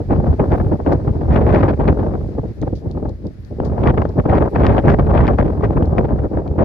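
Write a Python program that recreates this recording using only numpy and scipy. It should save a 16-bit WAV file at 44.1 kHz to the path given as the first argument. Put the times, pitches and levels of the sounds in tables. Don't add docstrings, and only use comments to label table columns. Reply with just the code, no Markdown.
import sys
import numpy as np
from scipy import signal
from scipy.fft import rfft, irfft
from scipy.io import wavfile
from scipy.ndimage import uniform_filter1d, minimum_filter1d

SR = 44100
rng = np.random.default_rng(int(sys.argv[2]) if len(sys.argv) > 2 else 0)


def persist_wave(psi):
    counts = np.round(np.clip(psi, -1, 1) * 32767).astype(np.int16)
    wavfile.write(sys.argv[1], SR, np.atleast_2d(counts).T)


N = 292824
TIME = np.arange(N) / SR
FREQS = np.maximum(np.fft.rfftfreq(N, 1 / SR), 1)
REFERENCE_DB, CHOKE_DB = -20, 7

# (pitch [Hz], likeness [0-1], left minus right [dB], left lead [radians])
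STEREO = [(50.3, 0.95, -1, 0), (157, 0.74, 0, 0.68), (382, 0.87, 0.5, -0.94), (630, 0.44, 3.5, 0.63),
          (1140, 0.8, 4, -2.16), (1790, 0.6, 0, -0.15), (4000, 0, 8, 1)]
# (time [s], dip [dB])
STALLS = [(0.058, -7.5), (.365, -9), (0.781, -7.5), (0.84, -4.5), (1.765, -11.5), (1.955, -5.5),
          (2.24, -1.5), (2.55, -9), (2.81, -4), (3.168, -6.5), (3.765, -4), (4.135, -3.5), (4.228, -8.5),
          (4.51, -18.5), (4.815, -4), (4.968, -4), (5.372, -4.5), (6.29, -12), (6.445, -5)]
STALL_S = 0.022


def undb(db):
    return 10 ** (np.asarray(db) / 20)


def curve(rows):
    return np.interp(TIME, *np.transpose(rows))


def at_pitch(rows, hz, column=1):
    rows = np.array(rows, float)
    return np.interp(np.log(hz), np.log(rows[:, 0]), rows[:, column])


def noise(gain):
    x = irfft(rfft(rng.standard_normal(N)) * gain, N)
    return x / x.std()


def wander(hz):
    return noise(np.exp(-(FREQS / hz) ** 2))


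def pan(db):
    return undb(np.array([[db], [-db]]) / 2)


def decay(start, fade_s):
    return (TIME >= start) * np.exp(-np.clip((TIME - start) / fade_s, 0, 40))


def bumps(rows, half_s):
    return sum(db * np.exp(-np.minimum(((TIME - s) / half_s) ** 2, 40)) for s, db in rows)


def burst(envelope, spectrum):
    colour = undb(at_pitch(spectrum, FREQS))
    return irfft(rfft(rng.standard_normal(N) * envelope) * colour / np.sqrt(np.mean(colour ** 2)), N)


def air(flicker_db=0.7):
    # (pitch [Hz], level [dB per Hz])
    colour = [(200, -69.5), (1000, -91.5), (1800, -90), (3000, -102), (4800, -100), (6800, -108),
              (8600, -118), (10000, -114), (13000, -117.5), (15500, -130)]
    # (time [s], change [dB])
    swell = [(0, 2), (2.1, 1.5), (3.1, -2.5), (4.5, 2), (6.64, -2.5)]
    # (pitch [Hz], left minus right [dB])
    balance = [(1000, 0), (4500, 9.5), (9000, -4.5)]
    balance_db = at_pitch(balance, FREQS) * np.array([[1], [-1]]) / 2
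    gain = undb(at_pitch(colour, FREQS) + balance_db) * np.sqrt(SR / 2)
    hiss = irfft(rfft(rng.standard_normal((2, N))) * gain, N)
    return hiss * undb(curve(swell) + flicker_db * wander(hz=18))


def finger_slide(time_s=0.6, half_s=0.079, level_db=-65, grain_db=3.5):
    # (pitch [Hz], level [dB])
    colour = [(2000, -3), (5000, 2.5), (8500, -15), (10500, -0.5), (13500, -3), (15000, -16)]
    return burst(undb(level_db + grain_db * wander(hz=200)) / np.cosh((TIME - time_s) / half_s), colour)


def finger_ticks(ring_db=-19, ring_s=0.012, grain_db=2):
    # (time [s], level [dB], fading time [s])
    ticks = [(0.534, -46, 0.0009), (0.922, -41, 0.0025), (0.929, -44.5, 0.0048), (2.616, -38, 0.00081),
             (2.753, -50.5, 0.025), (2.913, -38.5, 0.00069), (3.093, -41.5, 0.00086), (3.269, -44, 0.0014),
             (3.448, -49, .002), (3.647, -49, 0.02), (4.091, -42, 0.00095), (5.385, -41, 0.0011),
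             (5.855, -52, 0.0058)]
    # (pitch [Hz], level [dB])
    snap_colour = [(1500, -23), (2600, -6), (3400, 5.5), (4800, 12), (6800, -1), (8500, -15),
                   (11000, -11.5), (15000, -30)]
    # (pitch [Hz], level [dB])
    ring_colour = [(2600, -21.5), (3800, -6), (4860, -5.5), (5500, -14), (12000, -49.5)]
    snap = sum(undb(db) * decay(s, fade_s) for s, db, fade_s in ticks) * undb(grain_db * wander(hz=300))
    ring = sum(undb(db + ring_db) * decay(s, ring_s) for s, db, _ in ticks)
    return np.array([burst(snap, snap_colour) + burst(ring, ring_colour) for _ in range(2)]) * pan(db=11)


def whistle(force_db, level_db=-72, growth=0.87, follow_s=.04):
    # (pitch [Hz], level [dB])
    colour = [(9000, -28.5), (9480, -0.5), (9750, -2.5), (10000, -12), (12200, -10.5), (15500, -32.5)]
    gust_db = uniform_filter1d(np.minimum(force_db, CHOKE_DB), int(follow_s * SR))
    return np.array([burst(undb(level_db + growth * gust_db), colour) for _ in range(2)])


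def rushes(grain_db=3):
    # (time [s], level [dB], half length [s])
    crests = [(0.123, -43, 0.0096), (0.876, -48.5, .01), (1.334, -34.5, 0.012), (1.565, -37, 0.045),
              (3.881, -33, 0.01), (4.344, -41, 0.021), (4.674, -34.5, 0.028), (4.895, -28, .016),
              (5.193, -39.5, .035), (5.644, -39.5, 0.011)]
    # (pitch [Hz], level [dB])
    colour = [(700, -3), (2000, 6.5), (3000, -12.5), (5000, -20), (6800, -29.5), (8700, -50)]
    swell = sum(undb(db) / np.cosh(np.clip((TIME - s) / half_s, -40, 40)) for s, db, half_s in crests)
    return burst(swell * undb(grain_db * wander(hz=120)), colour) * pan(db=5)


def cracks(fade_s=0.0011):
    # (time [s], level [dB])
    snaps = [(0.4, -44), (0.729, -39.5), (1.362, -18.5), (1.548, -20.5), (1.879, -18), (1.896, -27),
             (2.627, -35), (3.874, -14), (4.019, -26.5), (4.296, -21), (4.353, -22.5), (4.561, -36),
             (4.667, -11.5), (4.883, -24), (5.212, -17), (5.269, -21.5), (5.279, -15), (5.462, -35.5),
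             (5.828, -26), (5.983, -19.5), (6.478, -28.5)]
    # (pitch [Hz], level [dB])
    colour = [(500, -14), (1900, 3), (3000, -8), (4700, -19.5), (7000, -34), (9500, -58)]
    return burst(sum(undb(db) * decay(s, fade_s) for s, db in snaps), colour) * pan(db=5)


def wind_force(flow_db, steady_db=-2, eddy_gap_s=0.05, eddy_fade_s=0.0049, scatter_db=5, steepness=2.3):
    # (time [s], peak force [dB], fading time [s])
    buffets = [(.112, -19, 0.029), (.165, -25, 0.0088), (.329, -24.5, 0.01), (.398, -14.5, 0.01),
               (.525, -19.5, 0.027), (.602, -21.5, 0.0088), (.668, -27.5, 0.0073), (.726, -20.5, 0.018),
               (.8, -20, 0.0087), (.868, -17, 0.019), (.922, -22.5, 0.046), (1.075, -21, 0.02),
               (1.312, -19, 0.034), (1.36, -11, 0.0071), (1.485, -18.5, 0.031), (1.546, -8.5, 0.016),
               (1.633, -14.5, 0.013), (1.692, -17.5, .016), (1.794, -18.5, 0.012), (1.856, -19, 0.0026),
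               (1.885, -16.5, 0.016), (2.005, -27, 0.01), (2.155, -22.5, .006), (2.387, -22.5, 0.01),
               (2.625, -24.5, 0.015), (2.675, -24.5, 0.0074), (2.729, -26, 0.0053), (2.85, -29.5, 0.024),
               (2.955, -34.5, .011), (3.055, -24.5, 0.0085), (3.085, -28, 0.004), (3.251, -31, 0.02),
               (3.385, -40.5, 0.005), (3.514, -33.5, 0.011), (3.602, -15.5, 0.0011), (3.838, -19, 0.0094),
               (3.872, 0, 0.012), (3.9, -12, 0.0044), (3.98, -21.5, 0.018), (4.02, -15.5, 0.0034),
               (4.054, -19.5, 0.003), (4.1, -25, 0.0063), (4.19, -17, 0.016), (4.257, -18.5, 0.0058),
               (4.295, -15.5, 0.0077), (4.335, -14.5, 0.034), (4.415, -22, 0.014), (4.56, -11.5, 0.0016),
               (4.63, -17.5, 0.086), (4.698, -11.5, 0.019), (4.75, -17, 0.0053), (4.785, -17, 0.0064),
               (4.842, -18.5, 0.0093), (4.885, -4, 0.015), (4.942, -18.5, 0.007), (4.99, -15, 0.011),
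               (5.16, -12.5, 0.02), (5.208, -12, 0.021), (5.283, -15, 0.014), (5.347, -20.5, 0.0061),
               (5.393, -3.5, 0.0078), (5.462, -18, 0.0047), (5.552, -22.5, 0.0046), (5.64, -18.5, 0.015),
               (5.707, -14.5, 0.0024), (5.77, -19.5, 0.011), (5.823, -16, 0.0025), (5.986, -15, 0.01),
               (6.01, -18, 0.0033), (6.052, -20.5, 0.005), (6.122, -22, 0.021), (6.335, -26.5, 0.023),
               (6.603, -18.5, 0.037)]
    gap, size, span = rng.standard_normal((256, 3)).T
    times = np.cumsum(np.exp(gap / 2)) * eddy_gap_s
    eddy_db = np.interp(times, TIME, flow_db) - 0.14 + scatter_db * np.tanh(size)
    lesser = np.column_stack([times, eddy_db, eddy_fade_s * np.exp(span / 2)])[times < TIME[-1]]
    power = undb(flow_db + steady_db) ** 2
    for s, db, fade_s in [*buffets, *lesser]:
        near = slice(max(int((s - 5 * fade_s) * SR), 0), int((s + 10 * fade_s) * SR))
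        age = (TIME[near] - s) / fade_s
        power[near] += (undb(db) / np.cosh(np.where(age < 0, steepness * age, age))) ** 2
    return 10 * np.log10(power) + bumps(STALLS, STALL_S)


def eddies(hz, hold_s=0.033):
    swings = noise(np.cos(np.pi / 2 * np.clip(2 * np.log2(FREQS / hz), -1, 1)))
    window = int(SR * (hold_s + 2 / hz))
    return swings / np.sqrt(uniform_filter1d(swings ** 2, window) + .1)


def rumble_level(gust_db, level_db=1, growth=0.72, wobble_db=2.2):
    # (time [s], lift [dB])
    thumps = [(.188, 5.5), (.29, 10.5), (.67, 9), (1.1, 3.5), (1.312, 8.5), (1.52, 5), (1.81, 5),
              (1.902, 7), (2.085, 4), (4.196, 4.5), (4.68, 8.5), (4.995, 7), (5.18, 9.5), (5.402, 8.5),
              (5.775, 4.5), (5.828, 4)]
    rumble_db = level_db + growth * gust_db + wobble_db * wander(hz=30)
    return rumble_db + bumps(thumps, half_s=0.02) + .5 * bumps(STALLS, STALL_S)


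def wind(flow_db, force_db, flutter_db=1.82, knee_db=2, tear_db=2.5, drift_db=2.23):
    # (pitch [Hz], level [dB per Hz])
    turbulence = [(20, -54.5), (30, -57), (45, -38), (70, -32), (120, -37.5), (200, -42), (400, -42),
                  (700, -49.5), (1000, -56.5), (1700, -73), (2800, -88), (8000, -117), (15000, -130)]
    # (pitch [Hz], growth [dB per dB])
    growth = [(200, 1.21), (350, 1.14), (500, 1.24), (1000, 1.8), (2000, 2.5), (4000, 2), (9000, -0.6)]
    # (pitch [Hz], share [0-1])
    thump_share = [(35, 0.26), (70, 0.45), (140, 0.87)]
    gust_db = uniform_filter1d(force_db, int(0.22 * SR))
    rumble_db = rumble_level(gust_db)
    thump_db = force_db - gust_db
    push_db = force_db + flutter_db * wander(hz=70)
    push_db = push_db - knee_db * np.logaddexp(0, (push_db - CHOKE_DB) / knee_db)
    spits_db = tear_db * np.array([wander(hz=400), wander(hz=400)])
    tilt_db_per_octave = -0.4 + 0.16 * (flow_db - REFERENCE_DB)
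    large_hz, small_hz = 130, 280
    drift = wander(hz=20)
    pressure = np.zeros((2, N))
    for hz in 22 * 2 ** (np.arange(19) / 2):
        cycle = int(SR / hz)
        answer_db = uniform_filter1d(thump_db, cycle, origin=(cycle - 1) // 2)
        large_db = rumble_db + at_pitch(thump_share, hz) * answer_db
        drift = .7 * drift + .7 * wander(hz=20)
        small_db = at_pitch(growth, hz) * (push_db + min(hz / 1500, 1) * spits_db)
        small_db = small_db + tilt_db_per_octave * np.clip(np.log2(hz / 700), -2, 2) + drift_db * drift
        small_share = np.clip(np.log(hz / large_hz) / np.log(small_hz / large_hz), 0, 1)
        band_db = at_pitch(turbulence, hz) + (1 - small_share) * large_db + small_share * small_db
        alike = np.clip(at_pitch(STEREO, hz), 0, 1)
        shared = eddies(hz) * np.sqrt((1 + alike) / 2)
        apart = eddies(hz) * np.sqrt((1 - alike) / 2)
        width_hz = hz * np.log(2) / 2
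        gain = np.sqrt(width_hz) * undb(band_db) * pan(at_pitch(STEREO, hz, column=2))
        pressure += gain * np.array([shared + apart, shared - apart])
    return pressure


def through_phone(pressure):
    # (pitch [Hz], width [Hz], lift [dB])
    cavities = [(1900, 67, 3), (2040, 800, -1)]
    lift_db = sum(db / (1 + (2 * (FREQS - hz) / width) ** 2) for hz, width, db in cavities)
    phase_turn = np.exp(.5j * at_pitch(STEREO, FREQS, column=3) * np.array([[1], [-1]]))
    soft_ends = np.clip(np.minimum(TIME, TIME[::-1]) / .004, 0, 1)
    return irfft(rfft(pressure * soft_ends) * undb(lift_db) * phase_turn, N)


def scene():
    # (time [s], force [dB])
    flow = [(0, -27), (.5, -23.5), (.8, -31), (1.2, -27.5), (1.32, -21), (1.62, -20), (2.05, -23),
            (2.22, -31.5), (2.78, -38), (3.05, -29.5), (3.33, -49), (3.47, -50.5), (3.64, -25.5),
            (3.85, -20), (4.1, -29), (4.62, -19.5), (5.25, -20), (5.45, -23.5), (6.45, -26), (6.64, -33)]
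    flow_db = curve(flow)
    force_db = wind_force(flow_db) - REFERENCE_DB
    buffeting = through_phone(wind(flow_db, force_db) + cracks() + rushes())
    return buffeting + whistle(force_db) + air() + finger_ticks() + finger_slide()


def record(dry, hold_s=0.0087, low_hz=30, top_hz=15500):
    x = signal.sosfilt(signal.butter(3, low_hz, "high", fs=SR, output="sos"), dry)
    window = int(hold_s * SR)
    safe_gain = (1 + (np.abs(x).max(axis=0) / .95) ** 6) ** (-1 / 6)
    held_gain = minimum_filter1d(safe_gain, 2 * window)
    smooth_gain = uniform_filter1d(uniform_filter1d(held_gain, window), window)
    return signal.sosfilt(signal.ellip(8, .2, 70, top_hz, fs=SR, output="sos"), x * smooth_gain)


dry = scene()
out = record(dry)
persist_wave(out)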